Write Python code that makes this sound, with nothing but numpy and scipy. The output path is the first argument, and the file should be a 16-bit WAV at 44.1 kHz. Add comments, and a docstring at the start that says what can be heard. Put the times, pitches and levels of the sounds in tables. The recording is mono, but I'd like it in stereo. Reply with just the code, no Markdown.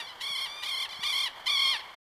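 """A donkey brays in a run of high, harsh squeals, some way off in front of a rock wall.
Each squeal scoops up, quavers and falls away: a tone shaped by the throat, with rasping air.
A second, thinner whistle of the voice sounds beside it and carries on between the squeals.
Ground and rock echo the voice and the enclosure rings, over soft thuds and a faint outdoor wash."""
import sys
import numpy as np
from scipy import signal
from scipy.fft import rfft, irfft
from scipy.io import wavfile

SR = 44100
rng = np.random.default_rng(int(sys.argv[2]) if len(sys.argv) > 2 else 0)


def unload_audio(sound):
    """Save the sound as a 16-bit wav file, at the path given as the first command line argument."""
    columns = np.transpose(np.atleast_2d(sound))
    # keep every value between -1 and 1, then stretch to whole-number steps
    steps = np.round(np.clip(columns, -1, 1) * 32767)
    wavfile.write(sys.argv[1], SR, steps.astype(np.int16))


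N = 90404

# one curve per squeal or whistle: time_s, pitch_hz, level_db, quaver_depth_hz, quaver_rate_hz
SQUEAL_CURVES = [
    [(0, 945, -35.5, 2.4, 21), (.012, 943, -40, 3, 20), (.028, 816, -59, 2.7, 35)],
    [(.202, 932, -50, 75, 45), (.208, 947, -48, 64, 42.4), (.211, 995, -38, 48, 35),
     (.232, 1089, -36, 25, 34), (.29, 1140, -34, 50, 37.2), (.322, 1108, -33, 11, 34.3),
     (.365, 1074, -33.5, 45, 28), (.405, 1109, -33, 37, 39), (.425, 1084, -32, 6.3, 25),
     (.45, 1075, -34.5, 2.4, 43), (.474, 906, -41.5, 3.35, 34)],
    [(.622, 907.5, -45, 32, 38.6), (.635, 996, -36.5, 36.4, 34.3), (.655, 1114, -36.5, 66, 29.7),
     (.686, 1161, -33.5, 69, 41.3), (.735, 1060, -33, 23, 35.5), (.775, 1085, -33.5, 34, 30),
     (.825, 1127, -31, 58, 41), (.85, 1040, -35.5, 29, 38), (.86, 900, -41.5, 11.3, 38.6),
     (.876, 795, -64, 2.6, 31)],
    [(1.02, 861.5, -70.5, 29, 41), (1.035, 986, -32, 23, 33.3), (1.052, 1128, -30.5, 67, 23.7),
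     (1.1, 1163, -30, 43, 33.8), (1.135, 1067, -30, 38, 27.9), (1.16, 1097, -28.5, 28, 46.4),
     (1.228, 1135, -29, 65, 32.3), (1.256, 1073, -30.5, 32, 39), (1.277, 940, -34, 5.8, 57),
     (1.292, 796, -58, 2.5, 38)],
    [(1.458, 1066, -36.5, 69, 31.3), (1.465, 1064, -36, 77, 39), (1.469, 1095, -28, 84, 28.6),
     (1.49, 1134, -26, 62, 31.3), (1.54, 1153, -27, 25, 39.2), (1.568, 1084, -26, 4.2, 54),
     (1.592, 1105, -26, 48, 41), (1.645, 1097, -25.5, 15, 33.5), (1.675, 1061, -25, 2.8, 38),
     (1.701, 1107, -26, 18, 61), (1.732, 1036, -28, 4.44, 39.5), (1.745, 946.4, -32, 1.1, 33),
     (1.772, 796, -42.5, 5.5, 28)],
]
WHISTLE_CURVES = [
    [(0, 1233, -40.5, 3, 30), (.025, 1152, -41.5, 2.6, 30), (.052, 1137, -44.5, 12, 36),
     (.066, 1085, -45, 68, 36), (.084, 1135, -44, 59, 36), (.097, 985, -43.5, 5, 36),
     (.113, 1018, -46.5, 3, 36), (.135, 860, -66, 3, 36)],
    [(.375, 1220, -52, 3.5, 30), (.39, 1206, -46, 3, 30), (.44, 1180, -46, 1.5, 30),
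     (.485, 1143, -40, 3, 30), (.53, 1172, -41.5, 2.63, 30), (.6, 1199, -40.5, 1.3, 30),
     (.65, 1206, -40, 1.9, 30), (.68, 1160, -48, 5.6, 30)],
    [(.889, 1083, -43, 40.4, 32), (.9, 1092, -43, 61, 32), (.925, 1105, -40, 92, 32),
     (.96, 1067, -43, 46, 32), (.99, 1074, -45.5, 25, 32), (1.02, 1148, -38, 24, 32),
     (1.06, 1187, -37, 3.7, 32), (1.12, 1179, -36.5, 8.8, 32)],
    [(1.47, 1199, -53, 4.4, 30), (1.52, 1200, -45, 13.3, 30), (1.58, 1170, -45.5, 3.6, 30),
     (1.63, 1195, -39, 3.4, 30), (1.69, 1187, -34.5, 4, 30), (1.73, 1198, -38, 4.4, 30),
     (1.765, 1164, -35.5, 6.7, 30), (1.777, 1038, -39.5, 3.3, 30), (1.793, 1112, -42.5, 2.9, 30),
     (1.815, 867, -45, 3, 30)],
]
# one row per curve: treble_db, rasp_db, catch_amount (0-1, how rough the start is), catch_s
SQUEAL_TEXTURES = [(-1.5, -17, 0.07, .02), (-0.5, -30, .6, 0.04), (-0.5, -24, .65, 0.041),
                   (-2.5, -18, 1, 0.015), (-6, -26, 0.6, 0.014)]
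WHISTLE_TEXTURES = [(-3, -23, .1, .02), (-1.5, -24.5, 0.11, .02), (-1.5, -18.5, 0.18, 0.03),
                    (-1.5, -22.5, .1, 0.024)]
# strength of the harmonics before the throat shapes them: frequency_hz, gain_db
SQUEAL_SPECTRUM = [(1100, -1.5), (2200, 0), (3300, 0), (4400, 1.5), (5500, 0), (10000, 0)]
WHISTLE_SPECTRUM = [(1150, -0.5), (2350, -0.5), (3550, -1), (4700, 4.5), (5900, -1), (10000, -3)]
# how throat and muzzle boost or soften the tone: frequency_hz, gain_db
THROAT_GAINS = [(300, -33), (850, -0.5), (1100, -13), (1500, 2.5), (1850, 0), (2200, -7), (2600, -1),
                (2900, 0), (3250, 2), (3600, -1), (4300, -6.5), (4750, -11.5), (5450, -11.5), (5950, -14.5),
                (6500, -27.5), (7600, -26), (8800, -20), (10000, -18), (12000, -24.5), (15000, -39)]
# rush of air in the voice: frequency_hz, level_db
RASP_SPECTRUM = [(200, -35.5), (600, -17.5), (1050, -10), (1400, -11.5), (2200, -21), (2650, -26),
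                 (3300, 11), (3900, 1), (4500, 8.5), (5100, -10.5), (5700, -9.5), (6800, -1), (9500, -17.5),
                 (12500, -9), (15000, -31.5)]
# dull croak when the pitch sags: frequency_hz, level_db
CROAK_SPECTRUM = [(400, -17), (1100, -7.5), (1900, -1.5), (2600, -4), (3300, 2), (4500, -6), (6000, -23.5),
                  (15000, -38.5)]
# echoes from ground and rock: delay_s, gain_db
NEAR_ECHOES = [(.0023, -28.5), (.0071, -29.5), (0.0129, -14), (.029, -17.5)]
# time the enclosure's ring takes to fade by 60 dB: frequency_hz, fade_s
RING_TIMES = [(200, 1.1), (1000, 4.8), (3200, 0.85), (5000, 0.62), (9000, .3), (15000, 0.25)]
# soft, low thuds: start_s, level_db, pitch_hz
THUD_EVENTS = [(.305, -49.5, 175), (.992, -46, 180), (1.053, -52, 70), (1.654, -50, 180),
               (1.825, -57, 60.8)]
# outdoor background noise: frequency_hz, level_db
WASH_SPECTRUM = [(25, -3), (50, -15.5), (80, -0.5), (130, -7.5), (250, -5.5), (400, -1.5), (600, 3),
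                 (950, 10), (1350, 4), (1750, 3.5), (2200, 3), (2600, -13.5), (3200, 10), (3800, -9.5),
                 (4300, -1.5), (5000, -11), (7000, -18), (11000, -20), (15000, -22.5)]

QUAVER_SNAP = 2.7  # higher makes the quaver flip more sharply between high and low
STEADY_HZ, SAG_SPAN_HZ = 1074, 194  # the voice starts to strain below this pitch, fully over this span
ROUGH_JITTER, RATTLE_DEPTH, RATTLE_HZ = 0.021, 0.36, 390  # a rough voice shakes and rattles
CATCH_RASP_DB, CROAK_DB, SAG_DULL_DB = -5, -11.5, -2.5
FRAY_RATE_HZ, THROAT_LAG_RAD, EDGE_FADE_S = 138, 0.24, 0.0018
RING_DB, THUD_RISE_S, WASH_DB = -20, 0.0022, -48
END_S, TOP_HZ = 1.956, 15200


def donkey():
    """The voice vibrates in two ways at once: loud squeals and a thin whistle."""
    out = np.zeros(N)
    for curve, texture in zip(SQUEAL_CURVES, SQUEAL_TEXTURES):
        add(out, *voice(curve, *texture, SQUEAL_SPECTRUM,
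                        jitter=0.0028, shimmer_db=0.56, dip_db=1.56, fray_hz=8550))
    for curve, texture in zip(WHISTLE_CURVES, WHISTLE_TEXTURES):
        add(out, *voice(curve, *texture, WHISTLE_SPECTRUM,
                        jitter=0.0033, shimmer_db=1.3, dip_db=0.5, fray_hz=10000))
    return out


def voice(curve, treble_db, rasp_db, catch, catch_s, spectrum, jitter, shimmer_db, dip_db, fray_hz):
    """A quavering tone shaped by the throat, with rasping air. Returns its start time and sound."""
    times, *columns = np.transpose(curve)
    t = np.arange(times[0], times[-1], 1 / SR)
    n, age = len(t), t - t[0]
    pitch, level, depth, rate = (np.interp(t, times, column) for column in columns)
    swing = np.cos(2 * np.pi * np.cumsum(rate) / SR)
    quaver = depth * np.tanh(QUAVER_SNAP * swing) / np.tanh(QUAVER_SNAP)
    # the voice turns rough as it catches at the start and where its pitch sags
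    catching = catch * np.exp(-(age / catch_s) ** 2)
    strain = np.clip((STEADY_HZ - pitch) / SAG_SPAN_HZ, 0, 1)
    roughness = catching + 0.64 * strain
    shake = (jitter + ROUGH_JITTER * roughness) * wobble(350)[:n] + .005 * wobble(86)[:n]
    hz = (pitch + quaver) * (1 + shake)
    phase = 2 * np.pi * np.cumsum(hz) / SR
    tone = np.zeros(n)
    for k in range(1, 17):  # harmonics: whole multiples of the pitch
        # those near and above fray_hz each waver on their own
        fray = (k * pitch / fray_hz) ** 2
        waver = (wobble(FRAY_RATE_HZ)[:n] + 1j * wobble(FRAY_RATE_HZ)[:n]) / np.sqrt(2)
        ragged = (1 + fray * waver) / np.sqrt(1 + fray ** 2)
        gain_db = read(THROAT_GAINS, k * hz) + read(spectrum, k * pitch)
        gain_db += treble_db * np.clip((k - 4) / 4, 0, 1)
        gain_db += SAG_DULL_DB * strain * np.clip(k / 3 - 1, 0, 1)
        harmonic = (ragged * np.exp(1j * k * (phase - THROAT_LAG_RAD * k))).real
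        tone += amp(gain_db) * (k * hz < TOP_HZ) * harmonic
    rattle = 1 + RATTLE_DEPTH * roughness * np.cos(2 * np.pi * RATTLE_HZ * age + wobble(150)[:n])
    puffs = 1 + 1.1 * np.cos(phase)  # the air pulses in step with the tone
    air = noise(RASP_SPECTRUM)[:n] * puffs * (amp(rasp_db) + catching * amp(CATCH_RASP_DB))
    air += noise(CROAK_SPECTRUM)[:n] * strain * amp(CROAK_DB)
    fades = np.clip(np.minimum(age, age[::-1]) / EDGE_FADE_S, 0, 1)
    # the voice thins on each upward flick
    loudness = amp(level + shimmer_db * wobble(130)[:n] - dip_db * quaver / (depth + 15))
    return t[0], fades * loudness * rattle * (tone + air)


def enclosure(sound):
    """Adds echoes from ground and rock, and a ring whose high notes die first."""
    hz, t, hiss = signal.stft(rng.standard_normal(SR), SR, nperseg=256)
    decay = amp(-60 * t / read(RING_TIMES, hz)[:, None])
    tail = signal.istft(hiss * decay, SR, nperseg=256)[1]
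    build_up = np.minimum(np.arange(len(tail)) / SR / 0.032, 1)
    response = amp(RING_DB) * tail / np.linalg.norm(tail) * build_up
    response[0] = 1  # the sound that arrives directly
    for delay_s, gain_db in NEAR_ECHOES:
        add(response, delay_s, amp([gain_db]))
    return signal.fftconvolve(sound, response)[:N]


def thuds():
    """Dull bumps: low tones that swell and die almost at once."""
    out, t = np.zeros(N), np.arange(SR // 10) / SR
    bump = t / THUD_RISE_S * np.exp(1 - t / THUD_RISE_S)
    for start_s, level_db, pitch_hz in THUD_EVENTS:
        add(out, start_s, amp(level_db) * bump * np.sin(2 * np.pi * pitch_hz * t))
    return out


def outdoor_wash():
    """Faint background noise whose level flickers a little."""
    return amp(WASH_DB + 1.15 * wobble(36)) * noise(WASH_SPECTRUM)


def amp(db):
    """Turns decibels into a gain to multiply by."""
    return 10 ** (np.asarray(db) / 20)


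def unit(x):
    """Scales a signal to an average (rms) level of 1."""
    return x / np.sqrt(np.mean(x ** 2) + 1e-20)


def read(points, hz):
    """Looks up a table at hz, blending between rows on a log-frequency scale."""
    frequencies, values = np.transpose(points)
    return np.interp(np.log(hz + 1), np.log(frequencies + 1), values)


def add(mix, start_s, sound):
    """Mixes a sound in at start_s."""
    part = mix[max(round(start_s * SR), 0):][:len(sound)]
    part += sound[:len(part)]


def noise(spectrum):
    """Noise of level 1, coloured by a spectrum table."""
    gains = amp(read(spectrum, np.fft.rfftfreq(N, 1 / SR)))
    return unit(irfft(rfft(rng.standard_normal(N)) * gains, N))


def wobble(hz):
    """Random motion of level 1, up to about hz wiggles a second."""
    step = 16  # samples between random points
    size = N // step + 2
    damping = 1 + (np.fft.rfftfreq(size, step / SR) / hz) ** 4
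    slow = irfft(rfft(rng.standard_normal(size)) / damping, size)
    return np.interp(np.arange(N) / step, np.arange(size), unit(slow))


def scene():
    """Everything sits in the middle; a trace of noise adds stereo width."""
    wash = outdoor_wash()
    middle = enclosure(donkey()) + thuds() + wash
    side = amp(-83.5) * noise([(30, 1), (200, 2), (1000, 2.5), (3000, -4.5), (15000, -9.5)])
    return np.array([middle + side, middle - side])


def record(dry):
    """Stops the sound short at END_S and removes the treble above TOP_HZ."""
    fade_out = np.clip((END_S - np.arange(N) / SR) / .012, 0, 1) ** 3
    low_pass = signal.firwin(511, TOP_HZ, window=("kaiser", 9), fs=SR)
    return signal.oaconvolve(dry * fade_out, low_pass[None], "same")


dry = scene()
out = record(dry)
unload_audio(out)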